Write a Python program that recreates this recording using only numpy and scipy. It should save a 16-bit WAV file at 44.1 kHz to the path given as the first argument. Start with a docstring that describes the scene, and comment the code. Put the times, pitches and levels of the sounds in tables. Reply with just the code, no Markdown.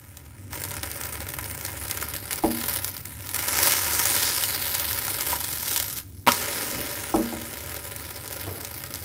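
"""Frying and flipping a pancake

A pancake fries in a little oil in a nonstick pan, heard from close above in a kitchen.
Bursting steam bubbles are tiny noise snaps in clusters; spits of oil are brighter snaps with faint puffs.
A spatula squeezes out a dense hiss, lifts the pancake and slaps it over: a quick run of noise smacks.
Decaying sines make the pan's knocks on the stove; filtered noise makes the burner's rumble below."""
import sys
import numpy as np
from scipy import signal
from scipy.fft import rfft, irfft, next_fast_len
from scipy.io import wavfile
from scipy.ndimage import uniform_filter1d, map_coordinates

SR = 44100
rng = np.random.default_rng(int(sys.argv[2]) if len(sys.argv) > 2 else 0)


def wrap_up_sound(samples):
    """Save the sound to the file named by the first command line argument, as 16-bit audio."""
    columns = np.atleast_2d(samples).T
    # keep every value between -1 and 1, then stretch to whole-number steps
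    tamed = np.clip(columns, -1, 1)
    steps = np.round(tamed * 32767).astype(np.int16)
    wavfile.write(sys.argv[1], SR, steps)


N = 398663  # length [samples]

# the loudest spits of oil, before the gains of their parts: (time [s], level [dB])
SPITS = [(0.1713, -30), (0.531, -27), (0.638, -21), (0.7086, -24), (0.8321, -21), (0.9153, -22),
         (1.0365, -22), (1.0562, -25), (1.127, -26), (1.2055, -27), (1.2896, -23), (1.3868, -23),
         (1.4425, -26), (1.5121, -24), (1.0135, -28), (1.6112, -25), (1.6507, -20), (1.6631, -22),
         (1.882, -24), (1.9117, -15), (1.9736, -23), (2.0133, -24), (2.0258, -23), (2.1375, -21),
         (2.1639, -22), (2.3091, -23), (2.3299, -18), (2.3589, -22), (2.7375, -20), (2.8795, -21),
         (2.8455, -16), (2.9669, -24), (2.9784, -28), (3.056, -26), (3.2706, -28), (3.2914, -22),
         (3.3445, -18), (3.362, -19), (3.4846, -16), (3.6719, -11), (3.7211, -13), (3.9942, -16),
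         (4.056, -12), (4.4372, -13), (8.7415, -29), (4.7504, -15), (4.7975, -17), (4.931, -18),
         (5.0811, -19), (5.2093, -18), (5.4453, -18), (5.5295, -22), (5.7617, -12), (5.7764, -16),
         (5.8004, -13), (5.827, -18), (5.9867, -23), (6.3199, -11), (7.6955, -27), (7.7647, -26),
         (7.9627, -24), (8.2778, -24), (8.3282, -26), (8.613, -27), (8.6486, -21), (8.8381, -25),
         (8.94, -22), (8.957, -24)]
# the spatula's weight on the pancake: (time [s], pressure [0-1])
PRESSURE = [(1.5, 0), (2.5, 0.31), (3.2, .35), (3.7, 0.9), (4.3, 0.95), (4.8, 0.61), (6.0, .55),
            (7.2, 0.48), (8.0, 0.31)]
LAND_S = 6.265  # the turned pancake lands in the pan
CATCH_S = 0.02  # time constant with which the sizzle comes up


def sizzle():
    """The same bubbles crackle at the rim, hiss where squeezed, and sound muffled or blub under the pancake."""
    # how snugly the pancake lies on the pan: (time [s], bubbling under it relative to the crackle [dB])
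    contact = [(1.4, -4.5), (2.3, -7), (2.85, -9.5), (3.55, -5), (4.1, -8), (5.3, -8.5), (5.95, -12),
               (6.25, -14), (6.42, -3), (9.0, -7.5)]
    # steam pockets change as the pancake is moved; a negative depth is a lift:
    # (time [s], steam resonance [Hz], dip [Hz], depth of the dip [dB], crackle resonance [Hz])
    pockets = [(1.5, 5400, 4200, 3, 9050), (2.4, 4730, 7000, 4, 10200), (2.9, 5430, 6960, 3.5, 12100),
               (3.55, 5530, 3400, 3.5, 10690), (4.0, 5600, 3780, 6, 10690), (4.17, 5350, 3100, -0.5, 9603),
               (4.7, 4930, 7900, 3.5, 12100), (5.0, 5294, 6994, 5, 11990), (5.75, 5805, 3506, -1.5, 11950),
               (6.5, 5300, 3413, 2, 11100), (8.4, 5200, 6700, 3, 11400)]
    # colours of the bubbles: (frequency [Hz], relative level [dB])
    crackle_colour = [(2000, -34), (5000, -4.5), (7300, -7), (8800, -2), (10500, -1.5), (15300, 0.5)]
    steam_colour = [(1000, -54), (2200, -12), (3000, 1), (4000, 1.5), (5600, -1), (7500, 0), (9500, -1),
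                    (14000, -16)]
    muffled_colour = [(200, -26), (550, -30), (680, -11), (900, -2), (1130, -3.5), (1500, 3), (2200, 3.5),
                      (2700, 3), (8000, -22)]
    blub_colour = [(100, -12.5), (220, -1), (320, 4), (480, -2), (700, -10.5), (1500, -33.5)]

    crackle_db, rush, touch = frying()
    # more steam = more hiss, more bubbles, less clustering: [at rest, at full rush]
    steam_db = np.interp(rush, [0, 1], [-9, -2])
    bubbles_per_s = np.interp(rush, [0, 1], [1700, 6500])
    cluster_db = np.interp(rush, [0, 1], [12.5, 2])
    # bare oil keeps only a share of the clustering
    cluster_db = cluster_db * np.maximum(touch, 0.21)

    under_db = crackle_db + curves(contact)[0]
    pressed_db = -4 * curves(PRESSURE)[0]
    flipped_db = 3.5 * (1 - fade(LAND_S, CATCH_S))
    blub_db = under_db - 6 + pressed_db + flipped_db

    steam_hz, dip_hz, dip_db, crackle_hz = curves(pockets)
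    rim, squeezed, trapped, deep = bubbles(
        bubbles_per_s, cluster_db, spread_db=6.5, fizz=0.45, pop_rate=65, pop_db=23.5, count=4)
    crackle = in_pan(rim * amp(crackle_db - 1.0), crackle_colour)
    crackle = pocket(crackle, crackle_hz, dip_hz, dip_db, width_hz=2600, lift_db=3.5, patchy_db=2.1)
    hiss = in_pan(squeezed * amp(crackle_db + steam_db - 3.5), steam_colour)
    steam = pocket(hiss, steam_hz, dip_hz, dip_db, width_hz=1020, lift_db=5.5, patchy_db=1.68)
    under = in_pan(trapped * amp(under_db - 1.0), muffled_colour)
    blubs = in_pan(deep * amp(blub_db), blub_colour)
    return crackle + steam + under + blubs


def frying():
    """Strength of the frying (dB), rush of steam (0-1) and the pancake's touch on the pan (0-1)."""
    # the first side on the hot pan: (time [s], strength of the frying [dB])
    first_side_db = [(0.55, -36), (1.5, -38), (2.0, -34), (2.24, -37.5), (2.45, -34), (2.72, -26.5),
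                     (2.87, -34), (3.02, -42.5), (3.33, -38.5), (3.35, -29), (4.3, -27.5), (5.2, -28.5),
                     (5.5, -31.5), (5.98, -32.5)]
    # each shove of the spatula presses out a surge of sizzle: (time [s], strength [dB], half length [s])
    shoves = [(2.334, -29, 0.029), (3.662, -22.5, 0.14), (4.11, -25, 0.3), (5.312, -25.5, 0.042),
              (5.706, -28, 0.094), (7.72, -35.5, 0.036), (8.382, -36, 0.065)]
    jump_s = 0.499  # the faint sizzle jumps up to full level
    lift_s, release_s = 5.99, 0.024  # the pancake leaves the pan; time constant of the fall
    bare_db = -52  # oil simmering alone
    flash_db, flash_s = -34, 0.045  # the raw side flashes to steam
    wet_db, dry_s, settled_db = -29, 0.8, -39  # then it dries and settles
    wet_rush = 0.9  # wet batter drives steam as pressure does

    t = np.arange(N) / SR
    first = (1 - fade(jump_s, CATCH_S)) * fade(lift_s, release_s)
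    second = 1 - fade(LAND_S, CATCH_S)
    wet = fade(LAND_S, dry_s)

    shove_power = sum((amp(db) * np.exp(-((t - s) / length) ** 2)) ** 2 for s, db, length in shoves)
    first_power = first ** 2 * amp(curves(first_side_db)[0]) ** 2
    raw_power = (amp(flash_db) * fade(LAND_S, flash_s)) ** 2 + (amp(wet_db) * wet) ** 2
    second_power = second ** 2 * (raw_power + amp(settled_db) ** 2)
    power = amp(bare_db) ** 2 + first_power + shove_power + stirring() + second_power

    touch = np.clip(first + second, 0, 1)
    rush = np.clip(touch * curves(PRESSURE)[0] + wet_rush * second * wet, 0, 1)
    return 10 * np.log10(power), rush, touch


def stirring():
    """Power of the small bubbles that each spit sets off in the oil around it."""
    relative_db, decay_s = -13.5, 0.007  # level against the spit's table level; time constant of the power
    s, db = np.transpose(SPITS)
    moments = np.bincount(np.round(s * SR).astype(int), amp(db + relative_db) ** 2, N)
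    return signal.lfilter([1], [1, -np.exp(-1 / (decay_s * SR))], moments)


def bubbles(rate, cluster_db, spread_db, fizz, pop_rate, pop_db, count):
    """Several streams of rms 1 that share the bubbles' moments and sizes, each with its own snap shapes."""
    starts = np.flatnonzero(rng.random(N) < rate / SR)
    sizes = amp(spread_db * np.minimum(rng.standard_normal(N), 2.3))[starts]
    common, *own = [flurries(cluster_db, rate=75, life=0.0036) for _ in range(count + 1)]
    share = 0.71  # share of the flurries common to all streams

    # now and then a bigger bubble stands out as a dry click, most of all where the boiling is sparse
    pops = np.flatnonzero(rng.random(N) < pop_rate / SR)
    pop_sizes = amp(pop_db - 11.0 * np.sqrt(rng.random(N)))
    pop_sizes = (pop_sizes * np.sqrt(rate.min() / rate))[pops]

    streams = []
    for alone in own:
        surge = np.sqrt(share * common ** 2 + (1 - share) * alone ** 2)
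        snaps = unit(bursts(starts, sizes, life=0.00016))
        x = surge * (snaps + fizz * rng.standard_normal(N))
        # even out the slow level before the clicks are added
        x = x / np.sqrt(np.abs(uniform_filter1d(x * x, size=3600)) + 1e-9)
        streams.append(unit(x + bursts(pops, pop_sizes, life=0.0001)))
    return streams


def flurries(cluster_db, rate, life):
    """Loudness of little flurries of bubbles that start at once and die away."""
    triggers = (rng.random(N) < rate / SR) * rng.uniform(0.25, 2.6, N)
    activity = signal.lfilter([1], [1, -np.exp(-1 / (life * SR))], triggers)
    return np.sqrt(1 + activity * np.abs(amp(cluster_db) ** 2 - 1))


def bursts(starts, sizes, life, size=48):
    """Each bursting bubble is a tiny noise snap of its own shape, dying away with time constant life (s)."""
    snaps = rng.standard_normal((len(starts), size)) * np.exp(-np.arange(size) / SR / life)
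    snaps *= (sizes / np.linalg.norm(snaps, axis=1))[:, None]
    places = starts[:, None] + np.arange(size)
    return np.bincount(places.ravel(), snaps.ravel(), N + size)[:N]


def pocket(x, pitch, dip_hz, dip_db, width_hz, lift_db, patchy_db):
    """A moving resonance and a moving dip, plus patches of colour as the boiling shifts from spot to spot."""
    hz, t, z = signal.stft(x, SR, nperseg=128)
    centre, dip, depth_db = (np.interp(t, np.arange(N) / SR, c) for c in (pitch, dip_hz, dip_db))
    # smooth random values over frequency and time
    patch_shape = np.outer(signal.windows.hann(7), signal.windows.hann(90))
    patches = unit(signal.oaconvolve(rng.standard_normal(z.shape), patch_shape, "same"))
    shape_db = lift_db * bell(hz[:, None], centre, width_hz)
    shape_db = shape_db - depth_db * bell(hz[:, None], dip, 0.42 * dip)
    return signal.istft(z * amp(shape_db + patchy_db * patches), SR, nperseg=128)[1][:N]


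def spits():
    """Each spit is a bright snap with a faint puff; trapped steam breaks through the batter in louder puffs."""
    # hollow puffs of steam through the batter, before the puff gain: (time [s], level [dB])
    batter_puffs = [(0.532, -31), (0.8323, -25.5), (1.387, -29), (2.026, -25), (3.672, -20), (4.056, -24),
                    (5.081, -27), (5.8, -28), (8.838, -29)]
    # colour of the spits: (frequency [Hz], relative level [dB])
    spit_colour = [(100, -22), (400, -4), (1100, -3), (1800, 3), (3000, -1), (10000, 0)]
    snap_gain_db, spit_puff_db = 15, -17  # against the spit's table level
    puff_gain_db, puff_t60_s = 4, 0.027  # for both kinds of puff

    s, db = np.transpose(SPITS)
    snaps = filtered(spit(s, db + snap_gain_db), 2, 3200, "high")
    puffs, t = np.zeros(N), np.arange(SR // 16) / SR
    for start, puff_db in list(zip(s, db + spit_puff_db)) + batter_puffs:
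        steam = amp(-60 * t / puff_t60_s) * rng.standard_normal(len(t))
        skin = 8 * (t == 0)  # a one-sample click opens the puff
        add(puffs, start, amp(puff_db + puff_gain_db) * (skin + steam))
    puffs = filtered(puffs, 2, (700, 2650), "band")
    return in_pan(snaps + puffs, spit_colour)


def spit(s, db):
    """A big bubble snaps and throws a few droplets that tick for some milliseconds."""
    moments = np.round(s * SR).astype(int)
    snaps = np.bincount(moments, amp(db), N) + bursts(moments + 2, amp(db + 2), life=0.0005)
    flight = rng.exponential(0.003, (len(s), 6))  # delays of six droplets [s]
    starts = np.minimum(np.round((s[:, None] + flight) * SR).astype(int), N - 1)
    # later droplets are softer
    sizes = amp(db[:, None] - 5 - 60 * flight / 0.05)
    return snaps + bursts(starts.ravel(), sizes.ravel(), life=0.0003)


def slap():
    """Wet batter hits the pan in a quick run of smacks, each a sharp edge with a short splash."""
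    # the pancake lands fold by fold, before colouring: (time [s], level [dB])
    folds = [(6.2665, -20.5), (6.2733, -9.5), (6.280, -11), (6.284, -13), (6.289, -10)]
    # colour of the wet smack: (frequency [Hz], relative level [dB])
    splat_colour = [(30, -26), (120, -8), (270, 2.5), (500, -7.5), (740, -13.5), (960, 0), (1600, -6),
                    (3000, -4), (7000, -16), (15500, -12.5)]
    x, t = np.zeros(N), np.arange(SR // 10) / SR
    edge = amp(-60 * t / 0.0049)
    splash = 0.77 * amp(-60 * t / 0.046)
    for s, db in folds:
        add(x, s, amp(db) * rng.standard_normal(len(t)) * (edge + splash))
    return in_pan(x, splat_colour)


def rubs():
    """The blade drags softly over the cooked side: noise under a smooth swell with an uneven grip."""
    # soft strokes of the spatula, before colouring: (time [s], level [dB], half length [s])
    strokes = [(6.774, -37, 0.094)]
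    t = np.arange(N) / SR
    pressure = sum(amp(db) * np.exp(-((t - s) / length) ** 2) for s, db, length in strokes)
    grip = amp(3 * wobble(60))
    colour = [(100, -2), (300, 5.0), (550, -14.5), (4000, -40)]  # (frequency [Hz], relative level [dB])
    return in_pan(pressure * grip * rng.standard_normal(N), colour)


def taps():
    """The blade's edge catches on the pan and sets off a brief, narrow, unsteady ring."""
    # catches of the edge: (time [s], level before doubling [dB], pitch [Hz], t60 [s])
    catches = [(5.329, -23, 1000, 0.072), (4.437, -26, 2980, 0.044)]
    x, t = np.zeros(N), np.arange(SR // 8) / SR
    for s, db, hz, t60 in catches:
        # a random walk of the phase makes the pitch unsteady
        drift = np.cumsum(rng.standard_normal(len(t))) * np.sqrt(0.5 * hz / SR)
        envelope = 2 * amp(db - 60 * t / t60) * (1 - np.exp(-t / 0.0008))
        add(x, s, envelope * np.sin(2 * np.pi * hz * t + drift))
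    return x


def bump():
    """The blade pats the pancake: each pat is a soft thud, then the pan rocks with a low hum."""
    # pats: (time [s], level [dB])
    pats = [(8.466, -32.5), (8.572, -40.5)]
    thud_t60_s = 0.36
    rock_hz, rock_db, rock_rise_s, rock_t60_s = 93.2, 9, 0.032, 0.45  # level relative to the pat
    x, t = np.zeros(N), np.arange(SR // 2) / SR
    rock = amp(rock_db - 60 * t / rock_t60_s) * (1 - np.exp(-t / rock_rise_s))
    rock = rock * np.sin(2 * np.pi * rock_hz * t)
    for s, db in pats:
        thud = unit(filtered(rng.standard_normal(len(t)), 2, [170, 680], "band"))
        add(x, s, amp(db) * (amp(-60 * t / thud_t60_s) * thud + rock))
    return x


def knocks():
    """The pan knocks on the stove: dull blows ring both, and softer ones lose their upper modes."""
    # blows: (time [s], level [dB], hardness as a corner [Hz])
    blows = [(2.437, -13.5, 960), (2.488, -33, 800), (7.1402, -14.5, 1200), (7.1838, -22.5, 700),
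             (7.325, -28, 880)]
    # pan and stove top ringing together: (frequency [Hz], level [dB], t60 before the flip [s])
    stove = [(50.3, -13.5, 0.2), (97.6, -14.5, 0.23), (207, -9, 0.2), (234.8, -6.5, .44), (308.3, -7, 0.32),
             (329.2, 3.5, .16), (394, -12, 0.22), (457, -11.5, .2), (548, -12, 0.14), (570.5, -10, 0.25),
             (612, -9, 0.2), (740, -5.5, 0.092), (798, -3, 0.08), (834, -5, .085), (950, -8.5, 0.093),
             (1298, -4.5, 0.096)]
    x, t = np.zeros(N), np.arange(SR // 2) / SR
    hz, mode_db, t60 = np.transpose(stove)[:, :, None]
    # a mode with t60 = 0.09 s swells with a 1.5 ms time constant, longer ones more slowly
    swell = 1 - np.exp(-t / (0.0015 * (t60 / 0.09) ** 2))
    for s, db, corner_hz in blows:
        linger = 1.21 if s > LAND_S else 1  # rings longer once the pancake is turned
        strength = amp(mode_db) / np.sqrt(1 + (hz / corner_hz) ** 14)
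        ring = strength * swell * amp(-60 * t / (t60 * linger)) * np.sin(2 * np.pi * hz * t)
        rattle = unit(filtered(rng.standard_normal(len(t)), 6, [50, corner_hz], "band"))
        rattle = 0.2 * rattle * amp(-60 * t / (0.22 * linger))
        add(x, s, amp(db) * (ring.sum(0) + rattle))
    return x


def burner():
    """The burner is a low, fluttering rumble: noise squeezed into a few narrow low bands."""
    # level of the rumble before a 3 dB lift: (time [s], level [dB])
    rumble_db = [(0.15, -51.5), (.55, -43), (1.9, -44), (2.2, -44.5), (8.85, -47), (9.0, -42.5)]
    # colour of the rumble: (frequency [Hz], relative level [dB])
    roar = [(25, -28), (40, -16.5), (52, -21), (63, -10.5), (74, 7.5), (83, -10.5), (94, 5.5), (106, -2),
            (140, -6), (175, -17), (300, -12), (400, -26), (4000, -65)]
    rumble = unit(coloured(rng.standard_normal(N), lambda hz: along(roar, hz)))
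    return amp(curves(rumble_db)[0] + 3) * rumble


def kitchen(x, room_db):
    """One quick echo off the pan's wall, then the short tail of the room, made of dying noise."""
    # how long the room rings: (frequency [Hz], t60 [s])
    room_t60 = [(200, 0.32), (2000, 0.23), (12000, 0.058)]
    hz, t, z = signal.stft(rng.standard_normal(SR // 2), SR, nperseg=256)
    tail = signal.istft(z * amp(-60 * t / along(room_t60, hz)[:, None]), SR, nperseg=256)[1]
    tail = np.pad(tail / np.linalg.norm(tail), (SR // 250, 0))  # starts after 4 ms
    room = signal.oaconvolve(x, tail)[:N]
    treble = filtered(x, 2, 3000, "high")
    echo = 0.22 * np.pad(treble, (round(0.0021 * SR), 0))[:N]
    return x + echo + amp(room_db) * room


def in_pan(x, spectrum):
    """A colour with the pan's resonances on top."""
    # resonances of the pan: (frequency [Hz], width [Hz], lift [dB])
    pan_modes = [(378, 150, 3.5), (572, 125, 15), (790, 99, 12.5), (947, 51, 6.5), (1007, 116, 11),
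                 (1244, 24, 5.5), (1291, 98, 6), (1397, 140, 7), (1602, 37, 4), (1784, 210, 7),
                 (2104, 130, 5.5), (2250, 73, 6)]

    def gain_db(hz):
        return along(spectrum, hz) + sum(db * bell(hz, f, width) for f, width, db in pan_modes)
    return coloured(x, gain_db)


def coloured(x, gain_db, size=8192):
    """A causal filter of unit energy whose shape in dB is a function of frequency."""
    # folding the cepstrum puts the energy as early as possible
    cepstrum = irfft(np.log(amp(gain_db(np.fft.rfftfreq(size, 1 / SR))) + 1e-6))
    cepstrum[1:size // 2] *= 2
    cepstrum[size // 2 + 1:] = 0
    response = irfft(np.exp(rfft(cepstrum)))
    return signal.oaconvolve(x, response / np.linalg.norm(response))[:N]


def filtered(x, order, edge_hz, kind):
    """A smooth high-pass or band-pass filter."""
    return signal.sosfilt(signal.butter(order, edge_hz, kind, fs=SR, output="sos"), x)


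def bell(hz, centre, width):
    """The shape of one resonance, 1 at its centre."""
    return 1 / (1 + (2 * (hz - centre) / width) ** 2)


def fade(s, life):
    """1 until time s, then an exponential decay with time constant life (s)."""
    return np.exp(-np.maximum(np.arange(N) / SR - s, 0) / life)


def wobble(rate):
    """A smooth random curve, rate knots a second."""
    knots = rng.standard_normal(int(N * rate / SR) + 4)
    return map_coordinates(knots, [np.arange(N) * rate / SR], order=2)


def curves(rows):
    """One value per sample for each column after the time."""
    s, *cols = np.transpose(rows)
    return [np.interp(np.arange(N) / SR, s, c) for c in cols]


def along(points, hz):
    """Values between (Hz, value) points on a log frequency axis."""
    f, v = np.transpose(points)
    return np.interp(np.log(hz + 1), np.log(f + 1), v)


def add(track, s, sound):
    """Mix a sound into a track at time s."""
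    part = track[round(s * SR):][:len(sound)]
    part += sound[:len(part)]


def amp(db):
    """Decibels to an amplitude factor."""
    return 10 ** (np.asarray(db) / 20)


def unit(x):
    """Scale to an rms of 1."""
    return x / np.sqrt(np.mean(x ** 2) + 1e-20)


def scene():
    """Everything in the pan sounds in the kitchen, with the burner below."""
    pan = sizzle() + spits() + slap() + rubs() + taps() + bump() + knocks()
    return kitchen(pan, room_db=-14.0) + burner()


def record(dry):
    """A very steep filter removes the treble above the band limit."""
    top_hz = 15550
    size = next_fast_len(N + SR // 4)
    hz = np.fft.rfftfreq(size, 1 / SR)
    return irfft(rfft(dry, size) / np.sqrt(1 + (hz / top_hz) ** 200), size)[None, :N]


dry = scene()
out = record(dry)
wrap_up_sound(out)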